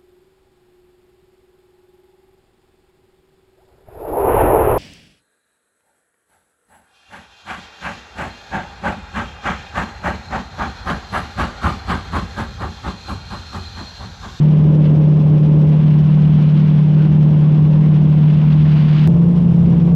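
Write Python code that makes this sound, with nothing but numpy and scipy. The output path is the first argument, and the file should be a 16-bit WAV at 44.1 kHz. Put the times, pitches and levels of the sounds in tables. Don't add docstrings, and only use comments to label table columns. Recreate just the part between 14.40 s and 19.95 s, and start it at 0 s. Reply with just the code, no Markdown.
import sys
import numpy as np
from scipy import signal
from scipy.fft import rfft, irfft
from scipy.io import wavfile
from scipy.ndimage import uniform_filter1d

SR = 44100
rng = np.random.default_rng(int(sys.argv[2]) if len(sys.argv) > 2 else 0)


def unload_audio(sound):
    columns = np.transpose(np.atleast_2d(sound))
    steps = np.round(np.clip(columns, -1, 1) * 32767)
    wavfile.write(sys.argv[1], SR, steps.astype(np.int16))


N = 244755

T = np.arange(N) / SR
JUMP_S = 4.6754
FAST = T >= JUMP_S
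FIRINGS_PER_CYCLE = 8
# time in seconds, turn (0 facing ahead, 1 side-on).
MIC_TURN = [(0, 0.46), (.33, 0), (.75, 0.11), (1.27, .02), (1.42, 0.44), (2.15, 0.66), (2.85, 0.26),
            (3.6, .32), (4.0, 0.7), (4.67, 0.85), (4.68, 0), (4.85, 0.095), (5.05, 0.33), (5.54, 0.056)]


def gain_of(db):
    return 10 ** (np.asarray(db) / 20)


def evened(x):
    return x / np.sqrt(np.mean(abs(x) ** 2) + 1e-20)


def curve(rows):
    return np.interp(T, *np.transpose(rows))


def swell(s, length):
    return np.exp(-(2 * (T - s) / length) ** 2)


def colour(x, points):
    point_hz, point_db = np.transpose(points)
    hz = np.fft.rfftfreq(N, 1 / SR)
    filter_db = np.interp(np.log(hz + 1), np.log(point_hz), point_db)
    return evened(irfft(rfft(x) * gain_of(filter_db), N))


def band(hz, width):
    offset = 2 * (np.fft.rfftfreq(N, 1 / SR) - hz) / width
    return evened(irfft(rfft(rng.standard_normal(N)) / (1 + offset ** 2 / 2), N))


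def engine_speed():
    # time in seconds, firings a second in Hz.
    faster = [(4.68, 170), (4.76, 166.7), (4.96, 174.6), (5.05, 171.2), (5.39, 170), (5.54, 171.8)]
    cruise_hz, drift_hz, drift_width_hz = 151.6, .5, 5
    return np.where(FAST, curve(faster), cruise_hz + drift_hz * band(0, drift_width_hz))


def drone(cycles, orders, waver=.09, swing_db=1.5):
    out = np.zeros(N)
    for order, db in orders:
        order = round(order)
        loose = order != FIRINGS_PER_CYCLE
        turns = order * cycles + loose * (rng.random() + waver * band(0, 6))
        strength = gain_of(loose * swing_db * band(0, 3))
        out += gain_of(db) * evened(strength * np.cos(2 * np.pi * turns))
    return out


def engine(cycles):
    # multiple of the cycle rate, level in dB.
    cruise_orders = [(8, -10), (9, -29.5), (10, -21), (12, -33.5), (17, -39.5)]
    fast_orders = [(8, -11), (11, -32), (15, -46), (19, -39)]
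    return np.where(FAST, drone(cycles, fast_orders), drone(cycles, cruise_orders))


def rasp_level():
    cruise_db, fast_db, turn_db = -24, -25.5, -12
    shade = np.maximum(curve(MIC_TURN), 0) ** 0.68
    return np.where(FAST, fast_db, cruise_db) + turn_db * shade


def exhaust(cycles, throb=0.071, puff=0.077):
    # multiple of the cycle rate, level in dB against the rasp level.
    growl_orders = [(13, -12), (14, -16.5), (16, -7), (20, -20), (21, -17.5), (22, -12.5), (24, -21),
                    (29, -21), (31, -24)]
    # frequency in Hz, relative level in dB.
    rasp_colour = [(120, -26.5), (230, -5), (300, 5), (420, -3.5), (490, -3.5), (560, -3.5), (680, -14.5),
                   (850, -17), (1500, -33), (4000, -65.5)]
    roar_colour = [(300, -13), (550, 3), (700, 2), (850, 0), (1050, -0.5), (1250, -10), (1700, -15.5),
                   (3000, -22), (8000, -61)]
    once_a_cycle = 1 + throb * np.cos(2 * np.pi * cycles)
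    each_firing = 1 + puff * np.cos(2 * np.pi * FIRINGS_PER_CYCLE * cycles)
    gate = once_a_cycle * each_firing
    growl = drone(cycles, growl_orders)
    rasp_noise = gain_of(-2.5) * colour(gate * rng.standard_normal(N), rasp_colour)
    rasp = gain_of(rasp_level()) * (growl + rasp_noise)
    roar_gain = gain_of(-39.5 + 1.4 * band(10.0, 6))
    roar = roar_gain * colour(gate * rng.standard_normal(N), roar_colour)
    return rasp + roar


def wandering(hz, wander_hz, swing_db=2.5):
    turns = np.cumsum(hz + wander_hz * band(0, 16)) / SR
    return evened(gain_of(swing_db * band(0, 12.0)) * np.cos(2 * np.pi * turns))


def hull():
    # frequency in Hz, pitch wander in Hz, level in dB.
    cruise_boom = [(82.5, 9, -33.5), (129.8, 2.6, -35.5), (230.2, 5, -32.5)]
    fast_boom = [(70.8, 6.6, -30), (138.3, 5.6, -16), (205.6, 6.6, -29)]
    # frequency in Hz, relative level in dB.
    rumble_colour = [(10, -21.5), (30, -8), (55, -12), (75, 0), (110, 1), (150, 5.5), (195, 0), (230, -1),
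                     (270, -11.5), (400, -20), (900, -68.5)]
    cruise = sum(gain_of(db) * wandering(hz, wander) for hz, wander, db in cruise_boom)
    fast = sum(gain_of(db) * wandering(hz, wander) for hz, wander, db in fast_boom)
    rumble = colour(rng.standard_normal(N), rumble_colour)
    return np.where(FAST, fast + gain_of(-20.5) * rumble, cruise + gain_of(-25.0) * rumble)


def propeller(cycles, flutter_db=1.96, chop=0.17):
    # frequency in Hz, relative level in dB.
    rush_colour = [(400, -10), (1000, 4.5), (1400, -1), (1850, -5), (2400, -1.5), (2850, -0.5),
                   (3400, -2.5), (4300, -11), (5600, -11), (7000, -23.5), (8700, -31), (9900, -23.5),
                   (10800, -50.5), (16000, -75.5)]
    shaft_chop = chop * np.cos(2 * np.pi * 2 * cycles)
    blade_chop = chop * np.cos(2 * np.pi * 6 * cycles)
    rush = colour((1 + shaft_chop + blade_chop) * rng.standard_normal(N), rush_colour)
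    return gain_of(-49.5 + flutter_db * band(12, 8)) * rush


def wind_level():
    # middle in seconds, length in seconds, rise in dB.
    gust_rows = [(.46, .06, 8.5), (1.327, 0.078, 4.5), (2.636, 0.071, 4.5), (4.384, .13, 5),
                 (4.618, 0.23, 4.5), (5.35, 0.2, 7)]
    cruise_db, fast_db, turn_db = -52.5, -58.5, 12
    gusts = sum(db * swell(s, length) for s, length, db in gust_rows)
    return np.where(FAST, fast_db, cruise_db) + turn_db * curve(MIC_TURN) + gusts


def wind(flutter_db=0.74, grit_db=1.5):
    # frequency in Hz, relative level in dB.
    hiss_colour = [(500, -17), (1050, 1.5), (1500, 2.5), (2000, 0), (2400, 0), (2900, 1), (3400, -2.5),
                   (4400, -13), (5500, -21.5), (7000, -29), (9000, -40), (16000, -68.5)]
    sizzle_colour = [(1500, -26), (3000, -1.5), (4000, 2), (4700, 1.5), (5500, -10), (7000, -19.5),
                     (10000, -45), (16000, -70.5)]
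    gust = gain_of(wind_level() + flutter_db * band(8.8, 4.4) + grit_db * band(0, 65))
    hiss = gain_of(1.5) * gust * colour(rng.standard_normal(N), hiss_colour)
    sizzle = gain_of(28) * gust ** 2 * colour(rng.standard_normal(N), sizzle_colour)
    return hiss + sizzle


def swishes():
    # middle in seconds, length in seconds, frequency in Hz, width in Hz, level in dB.
    swish_rows = [(1.65, 0.055, 1440, 150, -50), (2.605, 0.092, 1440, 200, -45.5),
                  (3.456, 0.055, 1850, 500, -44.5)]
    return sum(gain_of(db) * swell(s, length) * band(hz, width) for s, length, hz, width, db in swish_rows)


def crackle(per_s=90, spread_db=0.5):
    # frequency in Hz, relative level in dB.
    tick_colour = [(1500, -18.5), (4000, -3.5), (8000, -0.5), (10000, 1.5), (11000, -26.5), (16000, -36)]
    size = gain_of(spread_db * np.minimum(rng.exponential(1, N), 4)) * rng.choice([-1, 1], N)
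    ticks = colour(size * (rng.random(N) < per_s / SR), tick_colour)
    return np.where(FAST, gain_of(-71), gain_of(-76.0)) * ticks


def scene():
    cycles = np.cumsum(engine_speed()) / SR / FIRINGS_PER_CYCLE
    cycles = cycles - np.interp(JUMP_S, T, cycles)
    air = propeller(cycles) + wind() + swishes() + crackle()
    return (engine(cycles) + hull() + exhaust(cycles) + air)[None]


def record(dry, threshold_db=-8.5, squeeze=1.0, hold_s=0.013, fade_s=0.0028):
    hold = max(int(hold_s * SR), 2)
    power = uniform_filter1d(uniform_filter1d(dry[0] ** 2, hold), hold)
    over_db = np.maximum(10 * np.log10(abs(power) + 1e-12) - threshold_db, 0)
    levelled = dry * gain_of(-min(squeeze, 1) * over_db)
    fade_in = np.clip(np.where(FAST, T - JUMP_S, T) / fade_s, 0, 1)
    sag = np.where(FAST, 1, np.interp(JUMP_S - T, [0, .0006], [.6, 1]))
    low_pass = signal.firwin(511, 15800, window=("kaiser", 9), fs=SR)
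    return signal.oaconvolve(levelled * fade_in * sag, low_pass[None], "same")


dry = scene()
out = record(dry)
unload_audio(out)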